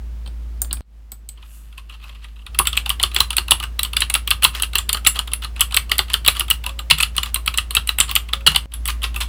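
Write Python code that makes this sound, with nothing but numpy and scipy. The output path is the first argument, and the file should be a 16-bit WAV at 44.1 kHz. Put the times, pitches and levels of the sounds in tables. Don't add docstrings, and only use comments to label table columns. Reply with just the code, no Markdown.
import sys
import numpy as np
from scipy import signal
from scipy.fft import rfft, irfft
from scipy.io import wavfile
from scipy.ndimage import uniform_filter1d

SR = 44100
rng = np.random.default_rng(int(sys.argv[2]) if len(sys.argv) > 2 else 0)


def bounce(signal):
    frames = np.transpose(np.atleast_2d(signal))
    limited = np.clip(frames, -1, 1)
    pcm = np.round(limited * 32767).astype(np.int16)
    wavfile.write(sys.argv[1], SR, pcm)


def to_linear_factor(level_db):
    exponent = np.asarray(level_db, float) / 20
    return 10 ** exponent


N = 409246


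def rms_one(x):
    return x / np.sqrt(np.mean(x ** 2) + 1e-20)


def band(x, low_hz, high_hz):
    sos = signal.butter(2, [low_hz, min(high_hz, 0.45 * SR)], "band", fs=SR, output="sos")
    return signal.sosfilt(sos, x)


def ring(clicks, hz, t60):
    radius = to_linear_factor(-60 / (t60 * SR))
    angle = 2 * np.pi * hz / SR
    return signal.lfilter([0, np.sin(angle)], [1, -2 * radius * np.cos(angle), radius ** 2], clicks + 1e-18)


# frequency in Hz, relative level in dB per Hz.
ROOM_NOISE = [(30, 1), (75, 2), (140, -7), (300, -16), (900, -21.5), (3000, -27.5), (8000, -35.5),
              (15000, -38)]


def room_noise():
    hz = np.maximum(np.fft.rfftfreq(N, 1 / SR), 20)
    points_hz, points_db = np.transpose(ROOM_NOISE)
    colour_db = np.interp(np.log(hz), np.log(points_hz), points_db)
    return rms_one(irfft(rfft(rng.standard_normal(N)) * to_linear_factor(colour_db), N))


HUM_HZ = 57.95
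# frequency in Hz before the pitch factor, dB relative to the hum.
HUM_TONES = [(133, -30.5), (190, -49), (220, -29), (283, -35.5), (362, -39.5)]


def hum(t, speed):
    tones = [(HUM_HZ, 0)] + HUM_TONES
    return np.sqrt(2) * sum(to_linear_factor(db) * np.sin(2 * np.pi * hz * speed * t) for hz, db in tones)


CUTS = [-1.0, .808, 2.457, 8.658]
# playing speed as a pitch factor, hum level at start and at end in dB,
# room noise level in dB, fade-in of the background in seconds.
SHOTS = [(0.98, -30, -27, -45, .15), (.927, -39.5, -35, -53.5, 0.16), (0.98, -28.5, -29, -42.5, 0.084),
         (0.98, -24.5, -25, -42, 0.15)]


def speed_at(s):
    return np.array(SHOTS)[np.searchsorted(CUTS, s) - 1, 0]


def knocks(times, peak_db, modes, rattle_s, rise_s, cut_hz, top_hz, detune, size=2048):
    t = np.arange(1, size + 1) / SR / to_linear_factor(-0.2 * np.minimum(peak_db, 0))[:, None]
    chatter = 0.11 * np.exp(-t / (6.1 * rattle_s))
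    shape = (1 - np.exp(-t / rise_s)) * (np.exp(-t / rattle_s) + chatter)
    impacts = rng.standard_normal((len(times), size))
    flurry = impacts * np.abs(impacts) * shape
    strength = to_linear_factor(3 * rng.standard_normal((len(times), len(modes))))
    pitch = speed_at(times) * (1 + detune * rng.uniform(-0.9, 1, len(times)))
    rows = np.zeros((len(times), size))
    for k, (hz, db, t60) in enumerate(modes):
        rows += (-1) ** k * to_linear_factor(db) * strength[:, [k]] * ring(flurry, hz, t60)
    rows = band(band(rows, cut_hz, top_hz), cut_hz, top_hz)
    out = np.zeros(N + size)
    for s, gain, row, factor in zip(times, to_linear_factor(peak_db), rows, pitch):
        row = signal.resample(row, round(size / factor))[:size]
        peak = np.sqrt(2 * uniform_filter1d(row ** 2, size=80).max())
        first = round(s * SR)
        out[first:first + len(row)] += gain / peak * row
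    return out[:N]


# start in seconds, peak levels of shell, switch tick and base in dB.
MOUSE = [(0.26, -34, -45, -40), (0.2741, -35.5, -42, -39), (0.6176, -31, -7.5, -33.5),
         (.645, -36, -42, -38), (0.709, -21, -45, -35), (0.7288, -23.5, -9, -29), (.768, -37, -44.5, -40),
         (.815, -55, -66, -62), (1.118, -35.5, -24, -42), (1.289, -35, -23.5, -47)]
# nominal frequency in Hz, relative level in dB,
# nominal 60 dB decay in seconds.
SNAP_MODES = [(7400, -7, .003), (8500, -19, .05), (8700, 0, .005), (10000, -3, .003), (13500, -4, .002),
              (15600, -1, .003)]
SHELL_MODES = [(1600, -10.5, 0.024), (2370, -7.5, 0.018), (3280, 8.5, 0.0029), (4750, 7, 0.0028)]
BASE_MODES = [(260, -10.5, 0.013), (724, -6.5, 0.0062), (1480, -3.5, 0.003)]


def mouse():
    s, shell_db, tick_db, base_db = np.transpose(MOUSE)
    snap = knocks(s, tick_db, SNAP_MODES, rattle_s=0.001, rise_s=0.0001,
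                  cut_hz=5500, top_hz=17500, detune=0.01)
    shell = knocks(s, shell_db, SHELL_MODES, rattle_s=0.0013, rise_s=0.00034,
                   cut_hz=2100, top_hz=6500, detune=0.03)
    base = knocks(s, base_db, BASE_MODES, rattle_s=0.003, rise_s=0.00049,
                  cut_hz=94, top_hz=2500, detune=0.024)
    return snap + shell + base


# band frequency in Hz, relative level in dB per Hz, 60 dB decay in seconds.
ROOM_TAIL = [(500, 6, 0.11), (1280, 2, 0.24), (2950, -0.5, 0.19), (5800, -3, 0.16), (8300, 9, 0.15),
             (13800, 10, 0.041)]


def room_tail(size=16384):
    t = np.arange(size) / SR
    tail = np.zeros(size)
    for hz, db, t60 in ROOM_TAIL:
        noise = rms_one(band(rng.standard_normal(size), hz / 1.43, hz * 1.81))
        tail += to_linear_factor(db - 60 * t / t60) * noise * np.sqrt(hz)
    onset = 1 - np.exp(-t / 0.002)
    return tail * onset / np.sqrt(np.sum(tail ** 2))


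def rustle(modes, per_s):
    grains = rng.standard_normal(N) * (rng.random(N) < per_s / SR)
    ringing = sum(to_linear_factor(db) * ring(grains, hz, t60) for hz, db, t60 in modes)
    return rms_one(band(ringing, 1100, 12000))


# time in seconds, hiss level in dB, nominal rub level in dB.
HANDS = [(1.3, -98, -69), (1.45, -61.5, -57), (1.55, -50.5, -60), (1.7, -65, -62.5), (1.85, -72.5, -65),
         (2.009, -72, -63), (2.071, -63, -50), (2.15, -70, -64), (2.25, -70, -56.5), (2.45, -68, -74)]
# nominal frequency in Hz, relative level in dB,
# nominal 60 dB decay in seconds.
CAP_MODES = [(1900, -7.5, 0.0066), (2774, 0.5, 0.01), (2970, 3, 0.0085), (3445, 2.5, 0.0055),
             (4098, -3, 0.008), (4530, -2.5, 0.0041)]
CASE_MODES = [(381, -24, 0.063), (838, -7, 0.0067), (1064, -4, 0.014), (1236, 1, 0.017), (1520, 2, 0.0045)]


def hands():
    t = np.arange(N) / SR
    s, hiss_db, rub_db = np.transpose(HANDS)
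    hiss = rms_one(band(rng.standard_normal(N), 7000, 14000))
    rub = rustle(CAP_MODES, 1200) + to_linear_factor(-6) * rustle(CASE_MODES, 1200)
    hiss_gain = to_linear_factor(np.interp(t, s, hiss_db, -120, -120))
    rub_gain = to_linear_factor(np.interp(t, s, rub_db, -120, -120))
    return hiss * hiss_gain + rub * rub_gain


# nominal frequency in Hz, relative level in dB,
# nominal 60 dB decay in seconds.
TICK_MODES = [(7793, -9.5, 0.0079), (8730, -3, 0.0022), (10180, -1, 0.0034), (11000, -4, 0.0022),
              (12990, -4.5, 0.0011), (14640, -0.5, 0.0024), (15000, -7.5, 0.0032)]


def key_travel(s, cap_db):
    t = np.arange(4096) / SR
    starts = np.zeros(N)
    starts[np.round((s - 0.004) * SR).astype(int)] = to_linear_factor(0.84 * cap_db - 24)
    swell = (1 - np.exp(-t / 0.001)) * np.exp(-t / 0.021)
    motion = signal.fftconvolve(starts, swell)[:N]
    grain = rustle(CAP_MODES, 4800)
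    grain += to_linear_factor(-10) * rustle(TICK_MODES, 4000)
    grain += to_linear_factor(-8) * rustle(CASE_MODES, 4400)
    return motion * grain


# start in seconds, cap level in dB.
TOUCHES = [(1.3742, -44), (1.425, -39), (1.726, -41.5), (1.778, -28), (1.895, -33), (2.0391, -33.5),
           (2.092, -35), (2.2419, -34), (2.4645, -26.5), (2.5462, -25), (2.653, -21.5), (2.754, -27),
           (2.876, -35), (3.0144, -24), (3.115, -29), (3.1372, -32.5), (3.1857, -20), (3.3293, -20),
           (3.4815, -19.5), (3.6, -17.5), (3.627, -20), (3.637, -17.5), (3.9323, -18), (4.4231, -15.5),
           (4.5493, -19.5), (4.5981, -19), (4.7328, -23), (4.9706, -20), (5.0481, -17), (5.157, -20.5),
           (5.165, -23), (5.2743, -23), (5.3166, -25), (5.4209, -25), (5.436, -24.5), (5.4458, -18.5),
           (5.562, -27.5), (5.5948, -21), (5.709, -26.5), (5.7223, -20.5), (5.8954, -23), (5.9545, -26),
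           (6.082, -32), (6.0998, -20.5), (6.248, -18), (6.3504, -25), (6.361, -27), (6.367, -19),
           (6.4813, -25), (6.639, -24), (6.6927, -23.5), (6.7904, -19), (6.9772, -26), (7.2588, -22.5),
           (7.74, -33), (8.0336, -22.5), (8.0803, -29.5), (8.0919, -19.5), (8.2874, -28), (8.4074, -33.5),
           (8.517, -21), (8.7187, -34.5), (9.019, -25), (9.143, -26.5), (9.2299, -24)]
TICK_AT_TOUCH_DB, TICK_FOLLOWS, CASE_AT_TOUCH_DB = 1.5, 1.4, -8.5
# earliest and latest start in seconds, middle level in dB.
SETTLING = (1.9, 2.42, -44.5)
# click time in seconds,
# click level in dB, travel in seconds, landing level in dB, case level at landing in dB.
PRESSES = [(2.5887, 4, 0.0068, -19, -8), (2.769, -16.5, 0.0043, -4, -25.5),
           (2.8933, -10, .0084, -5.5, -19.5), (3.0291, -6.5, 0.0061, -2, -16),
           (3.146, -13, .0169, -3.5, -19.5), (3.367, -5.5, 0.014, -4, -16), (3.5085, 3.5, .0084, 0.5, -9),
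           (3.8314, -7.5, .0163, -15.5, -30.5), (4.005, -9.5, .014, -5.5, -20),
           (4.1402, -3.5, .0109, -6.5, -19.5), (4.3058, -6, 0.0043, -3, -16), (4.441, 1, 0.0064, 2, -9),
           (4.622, -6.5, .0105, -9.5, -25.5), (4.783, -10.5, 0.0039, -9.5, -23),
           (4.929, -6.5, .0162, -13.5, -21), (5.334, -8, .003, -50, -64), (5.6074, -1, .0064, -4, -18),
           (5.7656, -3.5, 0.0049, -2.5, -20), (5.9815, -8.5, 0.0087, -2.5, -15),
           (6.1335, -12.5, .0062, -2, -17.5), (6.2775, 2, .0039, 3, -12), (6.396, -7, .0102, -8.5, -21.5),
           (6.5014, -4.5, .0082, -3.5, -18.5), (7.0265, -9.5, 0.0044, -4, -20.5),
           (7.1652, -14, 0.015, -5.5, -17.5), (7.3436, -7, .0143, -13, -23.5),
           (7.461, -16.5, .0156, -5.5, -14), (7.5749, -8, 0.0086, -5.5, -20),
           (7.7506, -2.5, .016, -3.5, -14), (7.873, -15.5, .0174, -4, -19.5),
           (8.002, 2.5, .0064, -5, -15.5), (8.1532, -4.5, 0.0074, -2.5, -18.5),
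           (8.738, -19, .003, -34, -42), (8.877, -13, .0071, -16, -20.5), (9.204, -22, 0.0079, -16, -22)]
CAP_AT_CLICK_DB, CASE_AT_CLICK_DB = -8.5, -26
TICK_AT_LANDING_DB = -11
# start in seconds, cap level in dB, tick level in dB.
STOPS = [(2.6707, -7, -8.5), (2.729, -15, -26), (2.86, -13.5, -25.5), (2.9976, -13.5, -27),
         (3.204, 2, -5.5), (3.3047, -12.5, -16), (3.792, -9.5, -14.5), (3.9669, -5, -11.5),
         (4.0992, -15.5, -12), (4.1567, -19, -14.5), (4.275, -13, -13.5), (4.4323, -7, -10.5),
         (4.7543, -5.5, -10.5), (4.8918, -10, -12), (5.0647, -2, -15), (5.0705, -4.5, 7),
         (5.1903, -7.5, -14), (5.744, -10.5, -10), (5.9162, -4, -12), (6.2623, -8, -16),
         (6.6632, -13, -18.5), (6.909, 6, -4), (6.9837, -18, -18), (7.0017, -7, -18),
         (7.0075, -16.5, -10.5), (7.2313, -13, -17.5), (7.54, -18, -27.5), (7.707, -19, -18),
         (7.9852, -11, -10), (8.1126, -13.5, -17.5), (8.3333, -5, -19.5), (8.4722, 6.5, -6),
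         (8.547, -11.5, -25), (8.56, -1.5, -6), (8.8551, -19, -16), (9.0309, -18.5, -23),
         (9.039, -11.5, -21.5), (9.1612, -16.5, -22.5)]
CASE_AT_STOP_DB, CASE_FOLLOWS = -14.5, 0.81


def key_contacts():
    rows = []
    for s, click, travel, landing, case in PRESSES:
        rows.append((s, click + CAP_AT_CLICK_DB, click, click + CASE_AT_CLICK_DB))
        rows.append((s + travel, landing, landing + TICK_AT_LANDING_DB, case))
    for s, cap, tick in STOPS:
        rows.append((s, cap, tick, CASE_AT_STOP_DB + CASE_FOLLOWS * cap))
    first, last, middle_db = SETTLING
    chance = rng.random(size=(20, 2))
    brushes = [(first + (last - first) * when, middle_db + 12 * (how - 0.5)) for when, how in chance]
    for s, db in TOUCHES + brushes:
        rows.append((s, db, TICK_AT_TOUCH_DB + TICK_FOLLOWS * db, db + CASE_AT_TOUCH_DB))
    return rows


def thumps(times, db, modes):
    clicks = np.zeros(N)
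    clicks[np.round(np.asarray(times) * SR).astype(int)] = to_linear_factor(db) * rng.choice([-1, 1], len(times))
    return sum(to_linear_factor(level_db) * ring(clicks, hz, t60) for hz, level_db, t60 in modes)


# nominal frequency in Hz, relative level in dB,
# nominal 60 dB decay in seconds.
CRACK_MODES = [(1620, -6, 0.00086), (3150, -0.5, 0.0012), (5530, 4.5, 0.00021), (9460, 0.5, 0.00027),
               (13130, -0.5, 0.00023)]
CRACK_UNDER_DB = -7
# frequency in Hz, relative level in dB, 60 dB decay in seconds.
DESK_MODES = [(79.2, 9, 0.22), (140.1, 0.5, 0.19), (179, -2, 0.14), (279, -3, 0.048)]


def keyboard():
    s, cap_db, tick_db, case_db = np.transpose(key_contacts())
    crack_db = (cap_db + tick_db) / 2 + CRACK_UNDER_DB
    out = knocks(s, tick_db, TICK_MODES, rattle_s=0.00086, rise_s=0.0001,
                 cut_hz=6900, top_hz=16280, detune=0.07)
    out += knocks(s, cap_db, CAP_MODES, rattle_s=0.0017, rise_s=0.00011,
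                  cut_hz=1820, top_hz=5070, detune=0.045)
    out += knocks(s, case_db, CASE_MODES, rattle_s=0.002, rise_s=0.0014,
                  cut_hz=338, top_hz=1940, detune=0.1036)
    out += knocks(s, crack_db, CRACK_MODES, rattle_s=0.00064, rise_s=0.00005,
                  cut_hz=740, top_hz=17300, detune=0.11)
    desk = band(thumps(s, 0.8 * case_db - 26, DESK_MODES), 54, 400)
    return out + desk + key_travel(s, cap_db)


# start in seconds, length in seconds, nominal level in dB.
SCRAPES = [(1.775, 0.034, -51), (2.03, .08, -55), (2.22, 0.048, -54), (3.122, 0.028, -53),
           (4.53, 0.074, -32.5), (5.141, 0.046, -35), (5.42, .04, -37.5), (5.56, .045, -45),
           (6.089, 0.054, -38), (6.34, 0.072, -37.5), (7.145, .03, -43), (7.242, 0.067, -39.5),
           (8.082, 0.047, -35.5), (8.482, 0.059, -35), (8.891, 0.019, -23.5), (9.035, .025, -30),
           (9.202, 0.028, -24.5)]


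def scrapes():
    t = np.arange(N) / SR
    swell = sum(to_linear_factor(db) * np.sin(np.pi * np.clip((t - s) / length, 0, 1)) for s, length, db in SCRAPES)
    grain = to_linear_factor(-3) * rustle(CRACK_MODES, 1800)
    grain += rustle(CAP_MODES, 1400)
    grain += to_linear_factor(-5.5) * rustle(CASE_MODES, 1400)
    return swell * grain


# start in seconds, blow level in dB.
SPACE_WIRE = [(6.665, -47.5), (8.334, -47)]
# start in seconds, rattle level in dB, thud blow level in dB.
SPACE_UP = [(6.9, -8.5, -28.5), (8.464, -2.5, -26.5)]


def space_bar():
    wire = band(thumps(*np.transpose(SPACE_WIRE), [(546, 0.0076, 0.98)]), 450, 750)
    s, rattle_db, thud_db = np.transpose(SPACE_UP)
    rattle = knocks(s, rattle_db, CAP_MODES + TICK_MODES, rattle_s=0.0019, rise_s=0.0023,
                    cut_hz=370, top_hz=17000, detune=0.018)
    thud = band(thumps(s + 0.017, thud_db, [(150.7, 3, 0.25), (180, -1, 0.17)]), 80, 210)
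    return wire + rattle + thud


SHOT_ROOM_DB = [-9.5, -8.5, -10, -4.5]
NOISE_AT_CUT = 0.2


def scene():
    t = np.arange(N) / SR
    hits = mouse() + hands() + keyboard() + scrapes() + space_bar()
    tail, noise = room_tail(), room_noise()
    out = np.zeros(N)
    ends = CUTS[1:] + [N / SR]
    for start, end, room_db, shot in zip(CUTS, ends, SHOT_ROOM_DB, SHOTS):
        speed, first_db, last_db, noise_db, fade_s = shot
        inside = (t >= start) & (t < end)
        since, direct = t[inside] - start, hits[inside]
        wet = to_linear_factor(room_db) * signal.fftconvolve(direct, tail)[:len(direct)]
        hum_gain = to_linear_factor(np.interp(t[inside], [start, end], [first_db, last_db]))
        fade = np.minimum(since / fade_s, 1)
        background = fade * hum_gain * hum(since, speed)
        background += np.maximum(fade, NOISE_AT_CUT) * to_linear_factor(noise_db) * noise[inside]
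        out[inside] = direct + wet + background
    return out[None]


def band_limit(x):
    return signal.sosfilt(signal.butter(12, 16510, fs=SR, output="sos"), x)


def record(dry):
    heard = signal.sosfilt(signal.butter(2, 30, "high", fs=SR, output="sos"), dry)
    mix = np.clip(heard, -1, 1)
    return band_limit(mix)


dry = scene()
out = record(dry)
bounce(out)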